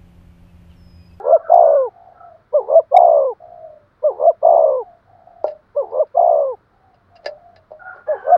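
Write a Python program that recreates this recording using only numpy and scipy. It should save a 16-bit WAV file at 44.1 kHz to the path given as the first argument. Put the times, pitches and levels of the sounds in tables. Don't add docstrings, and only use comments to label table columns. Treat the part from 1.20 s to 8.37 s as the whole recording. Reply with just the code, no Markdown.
import sys
import numpy as np
from scipy import signal
from scipy.fft import rfft, irfft
from scipy.io import wavfile
from scipy.ndimage import uniform_filter1d

SR = 44100
rng = np.random.default_rng(int(sys.argv[2]) if len(sys.argv) > 2 else 0)


def transcribe(signal):
    frames = np.atleast_2d(signal).T
    limited = np.clip(frames, -1, 1)
    pcm = np.round(limited * 32767).astype(np.int16)
    wavfile.write(sys.argv[1], SR, pcm)


def rack_gain(trim_db):
    fader = np.asarray(trim_db, float)
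    return 10 ** (fader / 20)


N = 316197
TIME = np.arange(N) / SR

# start t/s, length t/s, top pitch f/Hz, crest level/dB
HOOT_NOTES = [
    (-.122, 0.068, 605, -9),
    (1.324, 0.12, 603.9, -6),
    (2.822, 0.13, 610.4, -7),
    (4.548, .13, 595, -11),
    (6.868, .132, 622.4, -11.5),
]
# t/s, wood level/dB, wire level/dB
FOOT_KNOCKS = [(4.24, -9.5, -54), (4.266, -54, -52.5), (4.279, -67, -43), (4.303, -75, -55),
               (4.71, -66, -66.5), (4.87, -59, -62.5), (5.744, -48, -61.5), (5.956, -49, -53),
               (5.963, -66, -54.5), (6.032, -40, -67), (6.045, -33, -48), (6.059, -16.5, -26),
               (6.361, -48, -47), (6.504, -35, -83.5), (6.514, -31.5, -66), (6.758, -37, -66)]


def peak(x, hz, width_hz):
    r = np.exp(-np.pi * width_hz / SR)
    top = [(1 - r * r) / 2, 0, (r * r - 1) / 2]
    return signal.lfilter(top, [1, -2 * r * np.cos(2 * np.pi * hz / SR), r * r], x)


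def edge_filter(x, order, hz, kind):
    return signal.sosfilt(signal.butter(order, hz, kind, fs=SR, output="sos"), x)


def rms_one(x):
    return x / np.sqrt(np.mean(x ** 2) + 1e-20)


def wobble(rate_hz):
    smooth = signal.butter(2, rate_hz, fs=SR, output="sos")
    return rms_one(signal.sosfilt(smooth, rng.standard_normal(N)))


def played(notes):
    s, hz, db = np.transpose(np.concatenate(notes))
    on = 0
    for note in notes:
        to_nearest_end = np.minimum(TIME - note[0][0], note[-1][0] - TIME)
        on = on + np.clip(to_nearest_end / .004 + .5, 0, 1)
    swell = uniform_filter1d(np.interp(TIME, s, rack_gain(db / 2)), size=300) ** 2
    pitch = uniform_filter1d(np.interp(TIME, s, hz), size=400)
    return pitch, np.minimum(on, 1) * swell


def throbs(at, dip_db, extra_db, rise_s, fall_s, scoop, scoop_s):
    inverted_lobe = .2
    at = np.r_[-9, at, 99]
    shut = np.r_[0, 1 - rack_gain(-np.abs(dip_db)), 0]
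    k = np.searchsorted(at, TIME) - 1
    since, until, gap = TIME - at[k], at[k + 1] - TIME, at[k + 1] - at[k]
    rise = np.sin(np.pi / 2 * np.minimum(since / np.minimum(.6 * gap, rise_s), 1)) ** 1.9
    fall = np.sin(np.pi / 2 * np.minimum(until / np.minimum(.36 * gap, fall_s), 1)) ** 1.5
    gain = (1 - shut[k] * (1 - rise)) * (1 - shut[k + 1] * (1 - fall))
    deep = np.where(since < until, shut[k], shut[k + 1]) ** 3
    gain = gain - inverted_lobe * deep * (1 + 3 * gain) * (1 - gain) ** 2
    gain = gain * rack_gain(np.r_[0, extra_db][k] * np.clip(2 - since / .02, 0, 1))
    sharp = 0.24 * np.clip(2 - since / 0.015, 0, 1)
    sag = np.exp(-since / scoop_s)
    return gain, 1 + scoop * shut[k] * (sharp - sag)


def sung(rows, gesture):
    return [[(s + at * length, hz * share, db + under) for at, share, under in gesture]
            for s, length, hz, db in rows]


def closures():
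    # first t/s, last t/s, rate f/Hz, first dip level/dB, last dip level/dB
    bouts = [(0.024, 0.116, 74, 17.5, 9.5), (.292, 0.37, 52, 15.5, 21.5), (.386, 0.449, 61.5, 19.5, 13.5),
             (0.47, 0.544, 67.5, 9.5, 4), (1.405, 1.441, 59, 7, 14), (1.455, 1.549, 76, 20, 8.5),
             (1.734, 1.782, 47.5, 23.5, 13), (1.797, 1.842, 66.5, 28, 16), (1.863, 1.905, 68, 16, 15),
             (1.927, 2.044, 68, 7.5, 3.5), (2.905, 2.964, 85, 5, 22), (2.980, 3.061, 75, 27, 7),
             (3.223, 3.301, 50.5, 24, 19.5), (3.319, 3.355, 79, 17, 19.5), (3.373, 3.431, 71.5, 23, 11),
             (3.455, 3.562, 65.5, 9, 3), (4.624, 4.716, 73.5, 6.5, 24), (4.729, 4.789, 78, 10.5, 7.5),
             (4.964, 5.007, 45.5, 23.5, 18), (5.023, 5.087, 63.5, 17, 17.5), (5.107, 5.26, 64.5, 13, 1),
             (6.949, 7.036, 81.5, 5, 15.5), (7.063, 7.112, 81.5, 15, 9)]
    uneven_s, uneven_dip = .0012, .22
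    at = [np.array(HOOT_NOTES)[1:, 0] + 0.013]
    dip_db = [np.full(len(HOOT_NOTES) - 1, 6.5)]
    chances = rng.standard_normal((len(bouts), 2, 16))
    for (first, last, rate_hz, first_db, last_db), (early, deeper) in zip(bouts, chances):
        count = round((last - first) * rate_hz) + 1
        at.append(np.linspace(first, last, count) + uneven_s * early[:count])
        dip_db.append(np.linspace(first_db, last_db, count) * np.exp(uneven_dip * deeper[:count]))
    order = np.argsort(np.concatenate(at))
    return np.concatenate(at)[order], np.concatenate(dip_db)[order]


def throat(x):
    # f/Hz, width f/Hz, level/dB
    hollows = [(690, 410, -4), (1000, 350, -13)]
    x = sum((-1) ** k * rack_gain(db) * peak(x, hz, width) for k, (hz, width, db) in enumerate(hollows))
    x = edge_filter(x, 4, 403, "high")
    return signal.sosfilt(signal.ellip(6, .3, 30, 1191, fs=SR, output="sos"), x)


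def near_dove():
    # start t/s, length t/s, top pitch f/Hz, crest level/dB
    rising_notes = [
        (0.0, 0.18, 659.6, -2),
        (1.443, .17, 690, -1.62),
        (2.95, 0.17, 685, -3),
        (4.68, .164, 641, -8),
        (7.024, .15, 741, -2.5),
    ]
    falling_notes = [
        (.283, 0.41, 709, -0.41),
        (1.712, .424, 723.7, -0.29),
        (3.217, .419, 706, -1.6),
        (4.943, 0.41, 716.3, -3.5),
    ]
    # share of length, share of top pitch, level under the crest/dB
    hoot_shape = [(0, .8, -38), (.07, .83, -20.5), (.15, .93, -3), (0.358, 0.98, 0), (.52, .88, -5.5),
                  (.72, .68, -16), (.86, .65, -26), (1, .67, -28)]
    rise_shape = [(0, .58, -33.5), (.2, .66, -28), (.4, .82, -7), (.7, .905, -0.5), (.81, 1.0, 0),
                  (.88, .94, -2), (.96, .7, -19.5), (1, .68, -33.5)]
    fall_shape = [(0, .74, -40.5), (.035, .76, -11.5), (.06, 0.83, -7.5), (0.09, 0.91, -0.5),
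                  (.3, .935, -.5), (.65, .81, -6), (0.902, .7, -16.5), (.965, .6, -26), (1, 0.51, -42.5)]
    # t/s of the closure before, level/dB
    surges = [(.312, -.2), (.33, .45), (.35, -.2), (1.737, -.7), (1.76, 1.9)]
    # delay t/s, level/dB
    reflections = [(.021, -38), (.036, -27.5), (.058, -42), (.085, -55.5)]

    notes = sung(HOOT_NOTES, hoot_shape) + sung(rising_notes, rise_shape) + sung(falling_notes, fall_shape)
    hz, crest = played(sorted(notes))
    at, dip_db = closures()
    surge_db = -.8 * np.abs(rng.standard_normal(len(at)))
    for s, db in surges:
        surge_db[np.argmin(np.abs(at - s))] = db
    detune = np.minimum(dip_db / 12, 1) * rng.standard_normal(len(at)) + np.maximum(surge_db, 0)
    hz = hz * (1 + .025 * np.interp(TIME, at + .008, detune))
    gain, bend = throbs(at, dip_db, surge_db, rise_s=.011, fall_s=.006, scoop=0.69, scoop_s=0.0055)
    gain = gain * rack_gain(.25 * wobble(90))

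    turn = 2 * np.pi * np.cumsum(hz * bend * (1 + 0.0064 * wobble(87))) / SR
    octave = rack_gain(-15.5) * (550 / hz) ** 3.1 * np.sin(2 * turn)
    leak = rack_gain(-14) * (1.5 - gain) * rng.standard_normal(N)
    membrane = gain * (np.sin(turn) + octave) + leak
    membrane[np.round(at * SR).astype(int)] += rack_gain(19.0) * (1 - rack_gain(-np.abs(dip_db)))

    click = np.eye(1, 8192)[0]
    response = np.abs(rfft(throat(click)))
    throat_gain = np.interp(hz * 8192 / SR, np.arange(len(response)), response)
    voice = throat(membrane * crest / throat_gain)
    voice = np.roll(voice, -round(0.0026 * SR))

    breath = peak(rng.standard_normal(N), 3800, 3500)
    voice += rack_gain(-65.5) * crest * (1 + gain) / 2 * rack_gain(2.7 * wobble(80)) * breath
    overtones = np.sin(2 * turn) + 0.29 * np.sin(3 * turn)
    voice += rack_gain(-52.0) * crest * gain * overtones
    echoes = sum(rack_gain(db) * np.r_[np.zeros(round(s * SR)), voice][:N] for s, db in reflections)
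    return voice + peak(echoes, 690, 320)


def cock():
    # start t/s, swell t/s, fade t/s, f/Hz, crest level/dB
    partials = [(0, .166, .055, 1335, -41), (0, .03, .29, 1670, -60), (.16, .03, .12, 655, -37),
                (.19, .02, .03, 1150, -44), (.22, .04, .1, 1520, -47.5), (.24, .042, .04, 1318, -37),
                (.32, .245, .115, 1455, -47), (.95, .06, .11, 1320, -47), (6.595, .115, .07, 1420, -33),
                (6.595, .09, .06, 745, -37), (6.76, .03, .07, 1430, -46), (6.87, .05, .08, 1680, -39),
                (6.87, .06, .09, 830, -34), (6.93, .23, .09, 1520, -38), (6.94, .02, .3, 3050, -68),
                (7.08, .03, .06, 1240, -34.5)]
    # t/s, level/dB
    rasp_curves = [
        [(0, -45), (.04, -58.5)],
        [(.93, -61), (1.0, -62), (1.13, -65)],
        [(6.59, -67), (6.7, -71), (6.75, -45), (6.8, -49.5), (6.85, -77.5), (6.88, -44.5), (6.96, -43),
         (7.1, -45), (7.17, -37)],
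    ]
    # f/Hz, width f/Hz, level/dB
    throat_peaks = [(410, 80, 4.5), (580, 110, 2.5), (760, 69, 10.5), (1120, 200, 6.5), (1353, 170, 3),
                    (1580, 140, 1), (2070, 140, -22.5), (2920, 200, -36)]
    onset_db, end_db, sag = -13.5, -14.5, 0.013
    out = 0
    for start, swell_s, fade_s, top_hz, db in partials:
        loudest = start + swell_s
        end = loudest + fade_s
        hz, level = played([[(start, top_hz * (1 + sag), db + onset_db),
                             (loudest, top_hz, db),
                             (end, top_hz * (1 - sag), db + end_db)]])
        tone = np.sin(2 * np.pi * np.cumsum(hz * (1 + .011 * wobble(60))) / SR)
        out = out + 1.41 * level * tone * (1 + 0.57 * wobble(82))
    hiss = rng.standard_normal(N)
    rasp = sum(rack_gain(db) * peak(peak(hiss, hz, width), hz, width) for hz, width, db in throat_peaks)
    level = played([[(s, 1, db) for s, db in part] for part in rasp_curves])[1]
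    return out + level * rms_one(rasp) * rack_gain(2.6 * wobble(35))


def garden():
    # f/Hz, level per Hz/dB
    air = [(15, -25.5), (25, -8), (129, -13.5), (323, -16.5), (445, -15.5), (553, -16), (805, -21.5),
           (873, -19), (1340, -16.5), (2780, -37.5), (4160, -37.5), (7130, -54), (11300, -53.5),
           (12500, -67.5), (15600, -47)]
    # f/Hz, level/dB, width f/Hz
    hum_bands = [(46, -79, 20), (94, -65.5, 11), (121, -69, 13), (195, -74.5, 14)]
    hz = np.maximum(np.arange(N // 2 + 1) * SR / N, 1)
    air_hz, air_db = np.transpose(air)
    colour = rack_gain(np.interp(np.log(hz), np.log(air_hz), air_db))
    hush = rms_one(irfft(rfft(rng.standard_normal(N)) * colour, N))
    out = rack_gain(-59 + 0.33 * wobble(2)) * hush
    for hum_hz, db, width in hum_bands:
        hum = peak(peak(rng.standard_normal(N), hum_hz, width), hum_hz, width)
        out = out + rack_gain(db + 0.83 * wobble(4.5)) * rms_one(hum)
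    return out


def far_doves():
    # start t/s, throbbing part t/s, clear part t/s, pitch f/Hz, crest level/dB
    coos = [
        (0.689, .345, .165, 736.3, -46),
        (2.195, .19, .23, 687.6, -43),
        (3.63, .03, 0.09886, 760, -47),
        (3.85, .28, .18, 728, -48.5),
        (5.519, .08, 0.24, 804, -60.5),
        (5.901, 0.0278, 0.111, 740, -54.5),
        (6.118, 0.0747, 0.276, 741.7, -53.5),
    ]
    # stage (0 start, 1 clears, 2 end), share of pitch, level under the crest/dB
    coo_shape = [(0, .93, -16.5), (.25, 0.95, -8.5), (.9, .95, -10), (1.25, .94, -1.5), (1.7, .87, -12),
                 (2.001, .85, -24.5)]
    notes = []
    for row in coos:
        stages = np.cumsum(row[:3])
        notes.append([(np.interp(at, range(3), stages), row[3] * share, row[4] + under)
                      for at, share, under in coo_shape])
    hz, level = played(notes)
    at = np.cumsum(.0182 * (1 + .13 * rng.standard_normal(420)))
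    gain, bend = throbs(at, np.full(420, 25.), 2.5 * rng.standard_normal(420),
                        rise_s=.011, fall_s=.005, scoop=.45, scoop_s=.005)
    note = np.searchsorted([row[0] for row in coos[1:]], TIME)
    clears = np.array(coos)[note, :2].sum(axis=1)
    depth = np.clip((clears - TIME) / .04 + .5, .33, 1)
    tone = np.sin(2 * np.pi * np.cumsum(hz * (1 + depth * (bend - 1) + .012 * wobble(30.2))) / SR)
    coo = 3.36 * level * tone * (1 + depth * (1.49 * gain - 1)) * rack_gain(1.7 * wobble(37))
    delays = rng.uniform(.008, .09, 12)
    return coo + sum(rack_gain(-9 - 130 * s) * np.roll(coo, round(s * SR)) for s in delays)


def struck(db, modes, rattle_s, rattle_db):
    out, fade = np.zeros(N), np.exp(-1 / (rattle_s * SR))
    at = [round(row[0] * SR) for row in FOOT_KNOCKS]
    for hz, mode_db, t60 in modes:
        blow = np.full(N, 1e-18)
        blow[at] = rack_gain(db + mode_db + 3 * rng.standard_normal(len(at)))
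        rattle = signal.lfilter([1], [1, -fade], blow) * rng.standard_normal(N)
        blow += rack_gain(rattle_db) * rattle
        r, w = rack_gain(-60 / (t60 * SR)), 2 * np.pi * hz / SR
        out += signal.lfilter([0, np.sin(w)], [1, -2 * r * np.cos(w), r * r], blow)
    return out


def perch():
    # f/Hz, level/dB, time to fall 60 dB t/s
    wood_modes = [(390, -31.5, 0.08), (592, -7, 0.18), (620, -7.5, 0.23), (690, 4.5, 0.012),
                  (790, -16, 0.14), (952, -30.5, 0.028), (1360, -8, 0.065)]
    wire_modes = [(1720.5, 1.5, 0.042), (2080, 5, 0.0078), (2770, 1, 0.019), (3800, -25, 0.054),
                  (3940, -6, 0.016), (4237, -6, 0.035), (4840, 4, 0.018), (5200, -9.5, 0.012)]
    _, wood_db, wire_db = np.transpose(FOOT_KNOCKS)
    wood = struck(wood_db - 3, wood_modes, rattle_s=.028, rattle_db=-30)
    wood = edge_filter(wood, 4, [360, 1150], "band")
    wood = 1.09 * peak(wood, 532, 554)
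    wood = np.roll(wood, round(.002 * SR))
    wire = struck(wire_db - 8, wire_modes, rattle_s=0.011, rattle_db=-17.5)
    return wood + edge_filter(wire, 2, [1300, 6200], "band")


def scene():
    return (near_dove() + cock() + garden() + far_doves() + perch())[None]


def top_cut(x):
    return signal.sosfilt(signal.butter(12, 15710, fs=SR, output="sos"), x)


def record(dry):
    return top_cut(np.clip(dry, -.99, .99))


dry = scene()
out = record(dry)
transcribe(out)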